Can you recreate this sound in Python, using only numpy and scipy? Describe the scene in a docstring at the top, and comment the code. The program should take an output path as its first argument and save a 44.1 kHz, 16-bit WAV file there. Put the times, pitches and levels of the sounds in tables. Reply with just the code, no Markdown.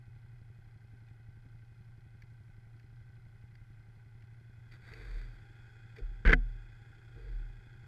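"""On a trail, two snowmobiles idle, heard from a camera on one rider's helmet.
The rider's own engine throbs as exhaust pulses ring its pipe and silencer; a second machine clatters
and whines close by. The rider looks round, and stick-slip friction makes the helmet rub and judder on
the jacket. A hand takes the visor, rocking the camera mount, and pulls it down over its ratchet, each
tooth ringing the helmet shell, until it snaps shut. Then the rider looks round again."""
import sys
import numpy as np
from scipy import signal
from scipy.fft import rfft, irfft, next_fast_len
from scipy.io import wavfile
from scipy.ndimage import map_coordinates

SR = 44100
rng = np.random.default_rng(int(sys.argv[2]) if len(sys.argv) > 2 else 0)


def put_to_file(sound):
    """Save the sound as 16-bit audio at rate SR, in the file named by the first command-line argument."""
    columns = np.atleast_2d(sound).T  # one column per channel
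    safe = np.clip(columns, -1, 1)
    whole_steps = np.round(safe * 32767)
    wavfile.write(sys.argv[1], SR, whole_steps.astype(np.int16))


N = 347067
TIME = np.arange(N) / SR


def gain_of(db):
    """Amplitude ratio: a factor of ten for every 20 dB."""
    return 10 ** (np.asarray(db) / 20)


def unit_rms(x):
    """Normalisation to a mean power of one."""
    return x / np.sqrt(np.mean(x ** 2) + 1e-20)


def follow(curve):
    """Linear interpolation of (time_s, value) points at every sample."""
    return np.interp(TIME, *np.transpose(curve))


def add(mix, start_s, sound):
    """Superposition: a sound sums into the mix from its start time."""
    part = mix[round(start_s * SR):][:len(sound)]
    part += sound[:len(part)]


def noise():
    """White Gaussian noise: equal power per hertz."""
    return rng.standard_normal(N)


def wander(rate_hz):
    """Slow random modulation of rms 1, interpolated between independent values."""
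    knots = rng.standard_normal(2000)
    return unit_rms(map_coordinates(knots, [TIME * rate_hz], order=1, mode="wrap"))


def spectrum(points, hz):
    """Spectral envelope over log frequency, falling 24 dB an octave above its last point."""
    points_hz, db = np.transpose(points)
    octaves_above = np.maximum(np.log2((hz + 1) / points_hz[-1]), 0)
    return gain_of(np.interp(np.log(hz + 1), np.log(points_hz + 1), db) - 24 * octaves_above)


def colour(x, points, size=4096):
    """Minimum-phase filter of unit energy: by causality, nothing sounds before the blow."""
    hz = abs(np.fft.fftfreq(size, 1 / SR))
    log_gain = np.log(np.maximum(spectrum(points, hz), 1e-5))
    response = np.exp(np.conj(signal.hilbert(log_gain)))
    taps = np.fft.ifft(response).real[:size // 2]
    return signal.oaconvolve(x, taps / np.linalg.norm(taps))[:len(x)]


def ring(modes):
    """Free vibration: one second of exponentially damped modes."""
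    t = TIME[:SR]
    return sum(gain_of(db - 60 * t / t60) * np.sin(2 * np.pi * hz * t) for hz, db, t60 in modes)


def struck(blows, modes):
    """Linear response: blows convolved with the impulse response of the modes."""
    return signal.oaconvolve(blows, ring(modes))[:N]


def strikes(turns, scatter_db):
    """Impulse train: one blow of uneven strength at each whole turn."""
    impulses = np.diff(np.floor(turns), prepend=np.floor(turns[0]))
    return impulses * gain_of(scatter_db * np.clip(noise(), -2, 2))


def pulses(turns, decay_turns):
    """Periodic envelope: a jump to 1 at each whole turn, then exponential decay."""
    return np.exp(-(turns % 1) / decay_turns)


def exhaust(cycles, drone_db=-51.5, puff_db=-77.0):
    """Interference: one hard beat a cycle rings the silencer against a pipe drone, so it throbs."""
    # pipe modes rung by the beat: pitch_hz, level_db, t60_s
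    pipe_modes = [(154, -66.5, 0.058), (205, -83, 0.035), (252, -79.5, .063), (322, -79, .03),
                  (398, -79, .036)]
    # deep mode of the silencer: pitch_hz, level_db, t60_s
    silencer_modes = [(105.7, -45, 0.12)]
    # spectrum of the gas puff: frequency_hz, gain_db
    puff_spectrum = [(120, -26.5), (190, 13), (250, -1.5), (330, 7), (400, 8), (480, -29.5), (700, -27)]
    firing = cycles + .031
    beat_phase = firing + .04
    drone = np.cos(2 * np.pi * 10 * firing + .08 * wander(11))  # tenth harmonic of the cycle
    drone *= gain_of(drone_db + 0.57 * wander(8.5))
    throb = struck(strikes(firing, scatter_db=1.37), silencer_modes)
    beat = struck(strikes(beat_phase + .016 * wander(17), scatter_db=1.5), pipe_modes)
    puff = colour(noise() * (pulses(beat_phase, 0.084) + 0.48), puff_spectrum)
    return gain_of(puff_db) * unit_rms(puff) + drone + throb + beat


def panels(drive, modes):
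    """Forced vibration: broad panel resonances filter a drive; the result has rms 1."""
    size = next_fast_len(N)
    hz = np.fft.rfftfreq(size, 1 / SR)
    power = sum(gain_of(db) ** 2 / (1 + ((hz - f) / width) ** 2) ** 2 for f, width, db in modes)
    return unit_rms(irfft(rfft(drive, size) * np.sqrt(power), size)[:N])


def panel_rattle(shaft_turns, own_db=-75.0):
    """Amplitude modulation: two knocks a shaft turn pulse the noise in both machines' panels."""
    # panel resonances of each machine: centre_hz, half_width_hz, gain_db
    own_panels = [(795, 110, -3), (1512, 50, -1), (1531, 68, 1), (2028, 145, -0.5), (2505, 49, -4.5),
                  (3134, 140, -27.5), (3430, 83, -18.5), (3910, 32, -21.5), (4540, 180, -27.5),
                  (4840, 70, -29.5)]
    neighbour_panels = [(354, 90, -1), (820, 140, -10.5), (1447, 76, 1.5), (1596, 75, 2), (2020, 257, -7.5),
                        (2490, 58, -5), (3370, 140, -8), (4660, 490, -20), (5240, 110, -24.5),
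                        (6570, 210, -28), (7360, 950, -28)]
    # the neighbour's rattle at the helmet: time_s, level_db
    neighbour_level = [(4.1, -81), (4.4, -77), (4.8, -70), (5.5, -66), (7.87, -67)]
    knocks = pulses(shaft_turns, 0.2) + 0.98 * pulses(shaft_turns - .7, 0.18)
    knocks *= gain_of(wander(30))
    own = panels(noise() * (1 + 0.56 * knocks), own_panels)
    neighbour = panels(noise() * (1 + 0.83 * knocks), neighbour_panels)
    return gain_of(own_db + .5 * wander(4.6)) * own + gain_of(follow(neighbour_level)) * neighbour


def metal_clatter(cycles, shaft_turns):
    """Impact excitation: the rider's valve gear and the neighbour's pistons and tappets ring metal."""
    # modes of the struck parts: pitch_hz, level_db, t60_s
    valve_modes = [(2020, -73.5, 0.034), (2280, -78, 0.042), (2430, -87, 0.029)]
    piston_modes = [(1406, -75, 0.11), (1536, -72, 0.085), (3050, -83.5, .04)]
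    tappet_modes = [(3285, -82.5, 0.048), (4184, -79.5, 0.033), (4930, -83, 0.0368)]
    # play in the parts lets blows land a little early or late
    valves = strikes(cycles - .81 + 0.0081 * wander(13), scatter_db=3)
    valves += 0.45 * strikes(cycles - .44, scatter_db=4.5)
    pistons = strikes(shaft_turns + .04 * wander(30), scatter_db=1.5)
    tappets = strikes(shaft_turns - .72 + .02 * wander(27), scatter_db=2.5)
    return struck(valves, valve_modes) + struck(pistons, piston_modes) + struck(tappets, tappet_modes)


def gear_whine(pitch_hz=803, waver_share=0.00993):
    """Frequency modulation: the neighbour's thin gear tone wavers about its pitch."""
    # strength of the whine: time_s, rms_db
    whine_level = [(0, -87.5), (4.5, -87.5), (5.4, -81), (7.87, -81)]
    turns = np.cumsum(pitch_hz * (1 + waver_share * wander(22))) / SR
    return np.sqrt(2) * gain_of(follow(whine_level) + 2 * wander(22)) * np.sin(2 * np.pi * turns)


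def rumble(level_db=-60):
    """Broadband noise: the low rumble of the idling machines under a thin hiss."""
    # spectral density of rumble and hiss: frequency_hz, gain_db
    density = [(12, -18.5), (22, -2.5), (31, 0.5), (42, -13), (60, -17.5), (130, -7), (220, -32.5),
               (380, -35), (520, -39), (1100, -40), (2900, -47), (5300, -50), (6500, -54.5), (12700, -55.5)]
    shaped = irfft(rfft(noise()) * spectrum(density, np.fft.rfftfreq(N, 1 / SR)), N)
    return gain_of(level_db + 0.37 * wander(21)) * unit_rms(shaped)


def padding_bumps():
    """Damped resonance: light blows on the helmet padding ring two low, dull modes."""
    # blows on the padding: time_s, level_db
    bumps = [(0.936, -66.5), (1.453, -59.5)]
    # modes of the padding: pitch_hz, gain_db, t60_s
    padding_modes = [(259.7, 2.5, 0.13), (322, -8, 0.084)]
    blows = np.zeros(N)
    for time_s, db in bumps:
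        add(blows, time_s, gain_of([db]))
    return struck(blows, padding_modes)


def click(t60_s, grit):
    """Contact transient: an impulse followed by exponentially decaying chatter."""
    t = TIME[:3000]
    burst = grit * rng.standard_normal(len(t)) * gain_of(-60 * t / t60_s)
    burst[0] += 1
    return burst


def camera_case(contact):
    """Structure-borne sound: resonances of the camera case sharpen whatever touches the helmet."""
    # case resonances, added to the direct sound: centre_hz, width_hz, gain_db
    resonances = [(1634, 190, 4), (1986, 130, 4), (4630, 223, 13), (5310, 150, 4.5), (6590, 180, 2),
                  (7900, 200, 0), (8980, 250, 8), (11800, 360, -7)]
    return contact + sum(gain_of(db) * signal.lfilter(*signal.iirpeak(hz, hz / width, fs=SR), contact)
                         for hz, width, db in resonances)


def fitting_ticks(ring_db=-13, ring_t60_s=0.022):
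    """Light impacts: loose plastic fittings knock, each ringing briefly at its natural frequency; one sharp
    crackle of the jacket sounds alike."""
    # knocks of the fittings, and at 4.936 s a sharp crackle of the jacket: time_s, level_db, pitch_hz
    knocks = [(1.0855, -55, 3570), (2.221, -43.5, 2410), (2.797, -51, 2200), (3.5538, -51, 4700),
              (4.223, -51, 2080), (4.72, -49, 4650), (4.936, -40, 4540), (5.964, -47, 2050),
              (5.985, -44, 1570)]
    # spectrum of a knock: frequency_hz, gain_db
    knock_spectrum = [(300, -53), (1100, -47), (1500, 2.5), (2300, 14.5), (3100, 1), (3900, -7), (4700, -9),
                      (5500, -7), (6500, -11), (9000, -31), (13000, -10)]
    drive, rings = np.zeros((2, N))
    for time_s, db, hz in knocks:
        add(drive, time_s, gain_of(db) * click(t60_s=0.027, grit=0.22))
        add(rings, time_s, gain_of(db) * ring([(hz, ring_db, ring_t60_s)]))
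    return camera_case(colour(drive, knock_spectrum)) + rings


def strokes(rows, swell_share=0.22, release_share=0.32):
    """Friction envelope: each stroke swells linearly, holds, then decays exponentially."""
    level = np.zeros(N)
    for start_s, length_s, db in rows:
        progress = (TIME - start_s) / length_s
        swell = np.clip(progress / swell_share, 0, 1)
        release = np.exp(-np.maximum(progress - 1, 0) / release_share)
        level += gain_of(db) * swell * release
    return level


def jacket_rub(grain_db=4.5, flutter_db=0.45):
    """Sliding friction: nylon threads fizz under the helmet and its padding scrapes the collar."""
    # strokes over the nylon and over the collar: start_s, length_s, level_db
    slides = [(4.71, 0.046, -61), (4.8, 0.38, -58), (5.958, 0.034, -62), (7.13, 0.22, -70)]
    scrapes = [(4.9, 0.13, -63.5), (5.03, 0.17, -67), (5.965, 0.048, -56.5), (7.13, 0.15, -62)]
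    # friction spectra: frequency_hz, gain_db
    nylon_spectrum = [(200, 1.5), (500, -4.5), (1100, -7.5), (1500, -1), (1850, -3.5), (2450, -0.5),
                      (2800, -19.5), (3600, -7.5), (4200, -18), (4650, -17), (5100, -27), (7500, -24.5),
                      (10000, -34), (12000, -27), (14000, -40.5)]
    collar_spectrum = [(150, -23), (300, -2.5), (400, -2.5), (470, 7), (505, -11), (550, -16.5), (700, -20)]
    threads = noise() * gain_of(grain_db * np.minimum(rng.exponential(1, N), 6) + flutter_db * wander(90))
    fizz = strokes(slides) * unit_rms(camera_case(colour(threads, nylon_spectrum)))
    scrape = strokes(scrapes) * unit_rms(colour(noise(), collar_spectrum))
    return fizz + scrape


def helmet_judder(drag_hz=45.5, sway_hz=37.2, rise_db_per_s=100, fall_db_per_s=84):
    """Stick-slip oscillation builds as the head turns, then slows to the mount's free sway and dies."""
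    # height of the judder at the end of each head turn: time_s, rms_db
    head_turns = [(5.162, -36), (7.365, -34.5)]
    judder = np.zeros(N)
    for peak_s, db in head_turns:
        t = TIME - peak_s
        dragging = .5 * (1 - np.tanh((t + .04) / .02))  # falls from 1 to 0 about 40 ms before the peak
        turns = np.cumsum(sway_hz + (drag_hz - sway_hz) * dragging) / SR
        turns -= np.interp(peak_s, TIME, turns)
        level_db = db + np.minimum(rise_db_per_s * t, -fall_db_per_s * t)
        judder += np.sqrt(2) * gain_of(level_db) * np.cos(2 * np.pi * turns)
    return judder


def mount_rocking():
    """Mass on a spring: the camera rocks on its mount after each push of the hand."""
    # pushes of the hand: start_s, level_db, rise_s
    pushes = [(6.008, -25.5, 0.034), (6.255, -11.5, 0.0225)]
    # modes of the mount: pitch_hz, gain_db, t60_s
    mount_modes = [(37.4, -2.5, 0.7), (44, 9, 0.15), (59.5, -12, 0.39), (83, -23, 0.2), (117.2, -27, 0.79)]
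    rocking = np.zeros(N)
    for start_s, db, rise_s in pushes:
        onset = 1 - np.exp(-(TIME[:SR] / rise_s) ** 2)
        add(rocking, start_s, gain_of(db) * ring(mount_modes) * onset)
    return rocking


def visor(slip_db=-35.5, slip_edge_hz=3050, bite_s=.001, latch_s=6.3318):
    """Friction and impact: the visor rubs and skips over its ratchet, driving the shell, and latches."""
    # the visor skips over the teeth, catches, snaps home and rebounds: time_s, level_db
    clicks = [(6.2514, -20), (6.2616, -18.5), (6.275, -12.5), (6.2933, -15), (6.3054, -17.5),
              (6.3198, -17.5), (6.329, -11), (6.332, -6.5), (6.339, -20)]
    # response of the helmet shell: frequency_hz, gain_db
    shell_spectrum = [(90, -1.5), (200, 4.5), (340, -3), (450, 7), (600, -13.5), (1050, -12.5),
                      (1350, -7.5), (1520, 1), (1850, -4), (2250, -2.5), (2650, -12), (3100, -12.5),
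                      (4500, -34), (6000, -34.5), (9000, -50.5), (14000, -62)]
    # lasting modes of the helmet: pitch_hz, gain_db, t60_s
    helmet_modes = [(153.8, -22, 0.16), (245.8, -22.5, 0.18), (312, -30, 0.08), (459, -25, 0.12),
                    (727, -33.5, 0.1), (1265, -29.5, 0.028)]
    # modes of the latch: pitch_hz, level_db, t60_s
    latch_modes = [(460, -27.5, 0.045), (1685, -15, 0.016), (2020, -12, .014),
                   (2280, -18, 0.012), (4850, -37, 0.011)]
    moving = (TIME > clicks[0][0]) & (TIME < clicks[-1][0])
    drive = gain_of(slip_db) * signal.lfilter(*signal.butter(2, slip_edge_hz, fs=SR), noise() * moving)
    blows, snap = np.zeros((2, N))
    for time_s, db in clicks:
        chatter = click(t60_s=0.02, grit=0.48)
        bite = 1 - .5 * np.exp(-TIME[:len(chatter)] / bite_s)
        add(drive, time_s, gain_of(db) * chatter * bite)
        add(blows, time_s, gain_of([db]))
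    add(snap, latch_s, ring(latch_modes) * (1 - np.exp(-TIME[:SR] / bite_s)))
    return camera_case(colour(drive, shell_spectrum)) + struck(blows, helmet_modes) + snap


def scene(shaft_hz=30.6, hunt_share=.02):
    """Superposition: engines, jacket and helmet sum at one point."""
    # idle speed of the rider's engine in working cycles: time_s, rate_hz
    idle_speed = [(0.0, 12.081), (0.953, 11.354), (2.285, 11.72), (2.667, 11.35), (3.039, 11.951),
                  (3.823, 11.022), (4.733, 12.035), (6.301, 11.299), (7.87, 12.038)]
    cycles = np.cumsum(follow(idle_speed)) / SR
    shaft_turns = np.cumsum(shaft_hz * (1 + hunt_share * wander(1.6))) / SR  # the neighbour's idle hunts
    engines = exhaust(cycles) + panel_rattle(shaft_turns) + metal_clatter(cycles, shaft_turns)
    engines += gear_whine() + rumble()
    rider = padding_bumps() + fitting_ticks() + jacket_rub() + helmet_judder() + mount_rocking() + visor()
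    return (engines + rider)[None]


def record(dry, edge_hz=12800):
    """Band limiting: the camera passes sound through a linear-phase low-pass filter."""
    taps = signal.firwin(511, edge_hz, window=("kaiser", 9), fs=SR)
    return signal.oaconvolve(dry, taps[None], "same")


dry = scene()
out = record(dry)
put_to_file(out)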